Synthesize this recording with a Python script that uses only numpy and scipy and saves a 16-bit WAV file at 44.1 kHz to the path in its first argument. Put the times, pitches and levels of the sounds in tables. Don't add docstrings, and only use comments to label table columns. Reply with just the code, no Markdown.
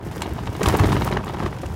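import sys
import numpy as np
from scipy import signal
from scipy.fft import rfft, irfft
from scipy.io import wavfile
from scipy.ndimage import uniform_filter1d

SR = 44100
rng = np.random.default_rng(int(sys.argv[2]) if len(sys.argv) > 2 else 0)


def pcm_store(signal):
    levels = np.round(np.clip(np.atleast_2d(signal), -1, 1) * 32767)
    wavfile.write(sys.argv[1], SR, levels.astype(np.int16).T)


N = 77175

# time_s, rumble_db, flutter_db, rasp_db
GUST_LEVELS = [(0, -40, -38, -57), (.06, -32.5, -39.5, -52), (.165, -33, -37, -46.5),
               (.25, -33.5, -34.5, -47.5), (.44, -29, -36.5, -46), (.53, -35.5, -36, -48.5),
               (.595, -28.5, -35.5, -47), (.67, -25, -26, -35.5), (.78, -26, -24.5, -35.5),
               (.84, -17.5, -24.5, -35.5), (.97, -21.5, -30.5, -39), (1.05, -26, -29, -40),
               (1.16, -25.5, -29.5, -43.5), (1.22, -30.5, -34, -47), (1.37, -31.5, -35, -46),
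               (1.44, -28, -28.5, -40.5), (1.5, -29.5, -37.5, -48), (1.58, -32.5, -37.5, -49),
               (1.64, -34.5, -37, -47.5), (1.75, -27.5, -39, -52.5)]
# peak_s, level_db, pitch_hz
WALL_BILLOWS = [(.049, -26, 85), (0.083, -29, 140), (0.328, -22, 80), (0.422, -28.5, 93),
                (0.497, -20.5, 92), (0.624, -35, 94), (0.679, -11, 76), (0.717, -18, 87), (0.75, -16.5, 98),
                (0.81, -9.5, 95), (0.854, -22, 99), (0.945, -13, 113), (0.974, -19, 90),
                (1.038, -21.5, 122), (1.138, -20.5, 96), (1.185, -23, 90), (1.451, -22, 96),
                (1.66, -24, 78), (1.707, -30.5, 90)]
# time_s, level_db
RUSTLE_LEVELS = [(0, -69), (.06, -46), (.1, -56), (.16, -41), (.21, -51), (.3, -52), (.36, -56), (.43, -54),
                 (.59, -46), (.65, -40), (.735, -33.5), (.755, -51.5), (.86, -40), (.99, -46),
                 (1.06, -37.5), (1.16, -57), (1.235, -72), (1.26, -49), (1.36, -56), (1.45, -59),
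                 (1.49, -54.5), (1.6, -58.5), (1.64, -54.5), (1.75, -49)]
# peak_s, relative_db, fall_s, tilt_db_per_octave
FLAG_FLICKS = [(.1125, -41.5, 0.0057, -2.5), (.2065, -43, 0.0052, -2), (0.2204, -26.5, 0.003, 0),
               (0.336, -39.5, .0008, 19), (0.3657, -37, 0.0023, -16), (.4364, -46, .002, 0),
               (.469, -35, 0.0053, -6), (0.6316, -25, 0.0051, 0.5), (0.6338, -30.5, 0.0024, 1),
               (0.6592, -28.5, 0.0096, -2), (0.686, -20.5, 0.0022, 1), (0.77, -34.5, 0.006, 14),
               (0.796, -35.5, 0.0055, 2.5), (.8675, -34, 0.0021, -0.5), (.907, -45, .001, -8),
               (.926, -39.5, 0.0074, 2), (1.0096, -36.5, 0.0011, 4), (1.0473, -35.5, 0.0025, 13),
               (1.115, -28, 0.0053, -6.5), (1.246, -43, 0.0019, 9), (1.2893, -42, 0.0039, -2.5),
               (1.461, -32.5, 0.0079, -5.5), (1.5654, -40.5, .003, -4.5), (1.587, -37.5, 0.00082, -1.5),
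               (1.6176, -47, 0.0069, 3.5), (1.66, -36.5, 0.0028, -3.5), (1.6638, -39.5, 0.0025, -0.5),
               (1.723, -45.5, 0.00058, 0)]
# peak_s, body_db, slap_db, crack_db, fall_s
CLOTH_FLAPS = [(0.066, -29.5, -43, -59, 0.01), (0.17, -26, -38, -49, .01),
               (0.2217, -33, -23, -26.5, 0.0022), (.2335, -32.5, -32, -37, 0.0091),
               (0.2625, -27, -30, -34, 0.0025), (.2781, -23, -31, -40, 0.001),
               (0.3149, -31.5, -42, -50, 0.0066), (0.3894, -38, -26.5, -38, 0.0029),
               (0.475, -24.5, -24, -30.5, 0.0021), (.5514, -26.5, -30, -39, 0.0078),
               (0.6098, -21.5, -26, -34, 0.004), (0.6168, -11, -19, -51, 0.0033),
               (0.641, -22, -24, -50, 0.0046), (0.661, -18.5, -17, -20.5, 0.0044),
               (0.6775, -19.5, -21.5, -36, 0.011), (.698, -26, -19, -37, 0.003),
               (0.7136, -36, -37, -42, 0.0022), (0.7414, -9, -28, -29, 0.0031),
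               (.7547, -19, -15.5, -47, 0.0011), (0.7975, -20.5, -18, -30, 0.0071),
               (0.838, -17, -26, -27, 0.0027), (0.8445, -10.5, -26.5, -25.5, 0.002),
               (0.857, -33, -20, -36, 0.0016), (0.8888, -12, -20.5, -47, 0.0017),
               (.9218, -30, -22, -22.5, 0.0026), (0.9291, -17.5, -18, -34, .005),
               (.949, -18, -46, -38, 0.0091), (0.967, -15.5, -22, -33, 0.0076),
               (1.0216, -18, -19, -28.5, 0.003), (1.0771, -23.5, -18, -36, 0.002),
               (1.1257, -20, -21.5, -29.5, 0.0038), (1.1476, -20.5, -36, -58, 0.0022),
               (1.1723, -17, -15.5, -33, 0.0026), (1.2418, -49, -27, -66, 0.0009),
               (1.2809, -27, -29.5, -33, 0.0044), (1.2972, -30.5, -28.5, -42, 0.009),
               (1.3471, -29.5, -26, -52, 0.0041), (1.3708, -24, -30, -57, 0.0027),
               (1.4027, -21.5, -24, -60, 0.0077), (1.427, -24.5, -28, -56, 0.0069),
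               (1.4491, -39, -31, -49, 0.0022), (1.4631, -19.5, -20.5, -39, 0.0036),
               (1.5282, -35, -31.5, -43, 0.0043), (1.6352, -21, -34, -48, 0.0047)]
# freq_hz, gain_db
RUMBLE_SPECTRUM = [(15, -55), (25, -26), (40, -12), (62, -0.5), (100, -1), (145, -1.5), (200, -7),
                   (320, -16), (700, -40), (2000, -90)]
FLUTTER_SPECTRUM = [(90, -42), (190, -1.5), (320, -3), (480, -2), (590, -7), (720, -6), (1020, -7),
                    (1260, -11), (1650, -12.5), (2400, -28), (4200, -41), (16000, -80)]
RASP_SPECTRUM = [(500, -20), (1300, 2), (2100, 0), (3200, -0.5), (4200, -7.5), (5400, -9), (8000, -16.5),
                 (16000, -28)]
RUSTLE_SPECTRUM = [(500, -21), (1800, 13), (3400, -8), (5000, -0.5), (7500, -5.5), (10500, -6.5),
                   (13500, -9), (16000, -12)]
FLICK_SPECTRUM = [(500, -6), (2000, 4.5), (4000, -3), (7000, -4), (10000, -8.5), (13000, -16), (16000, -21)]
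# freq_hz, gain_db
SIDE_SPECTRUM = [(30, -46), (80, -69), (160, -29), (300, -18.5), (700, -16), (1200, -25), (1900, -34),
                 (2800, -71), (16000, -54)]
# freq_hz, gain_db
TENT_TONE = [(15, -20), (28, -12), (45, 1), (70, -0.5), (200, 0.5), (320, -1), (480, -0.5), (590, -4),
             (690, 0.5), (1020, -1.5), (1300, -4.5), (2000, -3.5), (16000, 2)]

BILLOW_RISE_S, BILLOW_FALL_S, BILLOW_SAG_PER_S = 0.0076, 0.012, 6
FOLDS_PER_S, FOLD_SPREAD_DB, FOLD_FALL_S, FOLD_WASH = 210, 5, 0.0029, 0.85
CLUMP_DB, CLUMP_BAND_HZ = 2.3, (39, 78)
FLICK_RISE_S, FLICK_PIVOT_HZ = 0.0002, 7000
BODY_HZ, SLAP_HZ, CRACK_HZ = (184, 488), (636, 1310), (1570, 3950)
BODY_RISE_S, SLAP_RISE_S, CRACK_RISE_S = 0.0024, 0.003, 0.0008
CRACK_LEAD_S, CRACK_FALL_RATIO, JOLT_GAIN = 0.001228, 1.98, 0.73
ROOM_DB, ROOM_T60_S, LOWPASS_HZ = -11, 0.07, 15900
EVENT_SAMPLES = 8192
EVENT_TIME_S = (np.arange(EVENT_SAMPLES) - EVENT_SAMPLES // 2) / SR


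def amp(db):
    return 10 ** (np.asarray(db) / 20)


def unit(x):
    return x / np.sqrt(np.mean(x ** 2) + 1e-20)


def level(table, column=1):
    rows = np.array(table)
    return amp(np.interp(np.arange(N) / SR, rows[:, 0], rows[:, column]))


def colour(x, spectrum):
    hz, db = np.transpose(spectrum)
    bins_hz = np.fft.rfftfreq(len(x), 1 / SR)
    gain = amp(np.interp(np.log(bins_hz + 1), np.log(hz), db))
    return irfft(rfft(x) * gain, len(x))


def band(x, edges_hz, order=2):
    return signal.sosfilt(signal.butter(order, edges_hz, "band", fs=SR, output="sos"), x)


def add(mix, centre_s, sound):
    start = round(centre_s * SR) - len(sound) // 2
    part = mix[max(start, 0):max(start + len(sound), 0)]
    part += sound[max(-start, 0):][:len(part)]


def burst(noise, rise_s, fall_s):
    envelope = np.exp(-np.maximum(-EVENT_TIME_S / rise_s, EVENT_TIME_S / fall_s))
    return unit(noise * envelope) * np.sqrt(np.mean(envelope ** 2))


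def grains(per_s, spread_db, fall_s, wash):
    onsets = rng.random(N) < per_s / SR
    size_db = spread_db * np.minimum(rng.exponential(1, N), 3)
    power = signal.lfilter([1], [1, -np.exp(-2 / (fall_s * SR))], onsets * amp(size_db) ** 2)
    power += wash ** 2 * power.mean()
    return rng.standard_normal(N) * np.sqrt(power / uniform_filter1d(power, size=3500))


def steadied(x):
    return x / np.sqrt(abs(uniform_filter1d(x ** 2, size=3000)) + 1e-20)


def tent_reflections(x):
    t = np.arange(5000) / SR
    tail = rng.standard_normal(len(t)) * amp(-60 * t / ROOM_T60_S) * (t > 0.003)
    return signal.fftconvolve(x, tail / np.linalg.norm(tail))[:N]


def walls():
    out = steadied(colour(rng.standard_normal(N), RUMBLE_SPECTRUM)) * level(GUST_LEVELS)
    t = EVENT_TIME_S
    envelope = np.where(t < 0, np.exp(-(t / BILLOW_RISE_S) ** 2), 1 / np.cosh(2 * t / BILLOW_FALL_S))
    for peak_s, level_db, pitch_hz in WALL_BILLOWS:
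        cycles = pitch_hz * (1 - np.exp(-BILLOW_SAG_PER_S * t)) / BILLOW_SAG_PER_S
        add(out, peak_s, np.sqrt(2) * amp(level_db) * envelope * np.cos(2 * np.pi * cycles))
    return out


def flutter():
    folds = grains(FOLDS_PER_S, FOLD_SPREAD_DB, FOLD_FALL_S, FOLD_WASH)
    rubs = grains(FOLDS_PER_S, FOLD_SPREAD_DB, FOLD_FALL_S, FOLD_WASH)
    patter = steadied(colour(folds, FLUTTER_SPECTRUM)) * level(GUST_LEVELS, column=2)
    rasp = steadied(colour(rubs, RASP_SPECTRUM)) * level(GUST_LEVELS, column=3)
    return patter + rasp


def flags():
    crinkles = grains(per_s=170, spread_db=0, fall_s=0.0032, wash=0.8)
    clumps = unit(band(rng.standard_normal(N), CLUMP_BAND_HZ))
    out = unit(colour(crinkles, RUSTLE_SPECTRUM) * amp(CLUMP_DB * clumps)) * level(RUSTLE_LEVELS)
    for peak_s, relative_db, fall_s, tilt_db_per_octave in FLAG_FLICKS:
        tilted = [(hz, db + tilt_db_per_octave * np.log2(hz / FLICK_PIVOT_HZ))
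                  for hz, db in FLICK_SPECTRUM]
        noise = colour(rng.standard_normal(EVENT_SAMPLES), tilted)
        add(out, peak_s, amp(relative_db + 4.5) * burst(noise, FLICK_RISE_S, fall_s))
    return out


def flaps():
    out = np.zeros(N)
    for peak_s, body_db, slap_db, crack_db, fall_s in CLOTH_FLAPS:
        noise = rng.standard_normal(EVENT_SAMPLES)
        pressure_spike = JOLT_GAIN * np.sqrt(fall_s * SR) * (EVENT_TIME_S == 0)
        snap = noise + pressure_spike
        crack = burst(band(noise, CRACK_HZ, order=3), CRACK_RISE_S, CRACK_FALL_RATIO * fall_s)
        slap = burst(band(snap, SLAP_HZ), SLAP_RISE_S, fall_s)
        body = burst(band(snap, BODY_HZ), BODY_RISE_S, fall_s)
        add(out, peak_s - CRACK_LEAD_S, amp(crack_db - 1) * crack)
        add(out, peak_s, amp(slap_db + 1.5) * slap)
        add(out, peak_s, amp(body_db - 0.5) * body)
    return out


def scene():
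    cloth = flaps() + flutter() + flags()
    mid = walls() + amp(1.5) * cloth + amp(ROOM_DB) * tent_reflections(cloth)
    side = colour(tent_reflections(mid), SIDE_SPECTRUM)
    return np.array([mid + side, mid - side])


def record(dry):
    toned = np.array([colour(np.pad(channel, (0, SR)), TENT_TONE)[:N] for channel in dry])
    lowpass = signal.firwin(511, LOWPASS_HZ, window=("kaiser", 9), fs=SR)
    return signal.oaconvolve(toned, lowpass[None], "same")


dry = scene()
out = record(dry)
pcm_store(out)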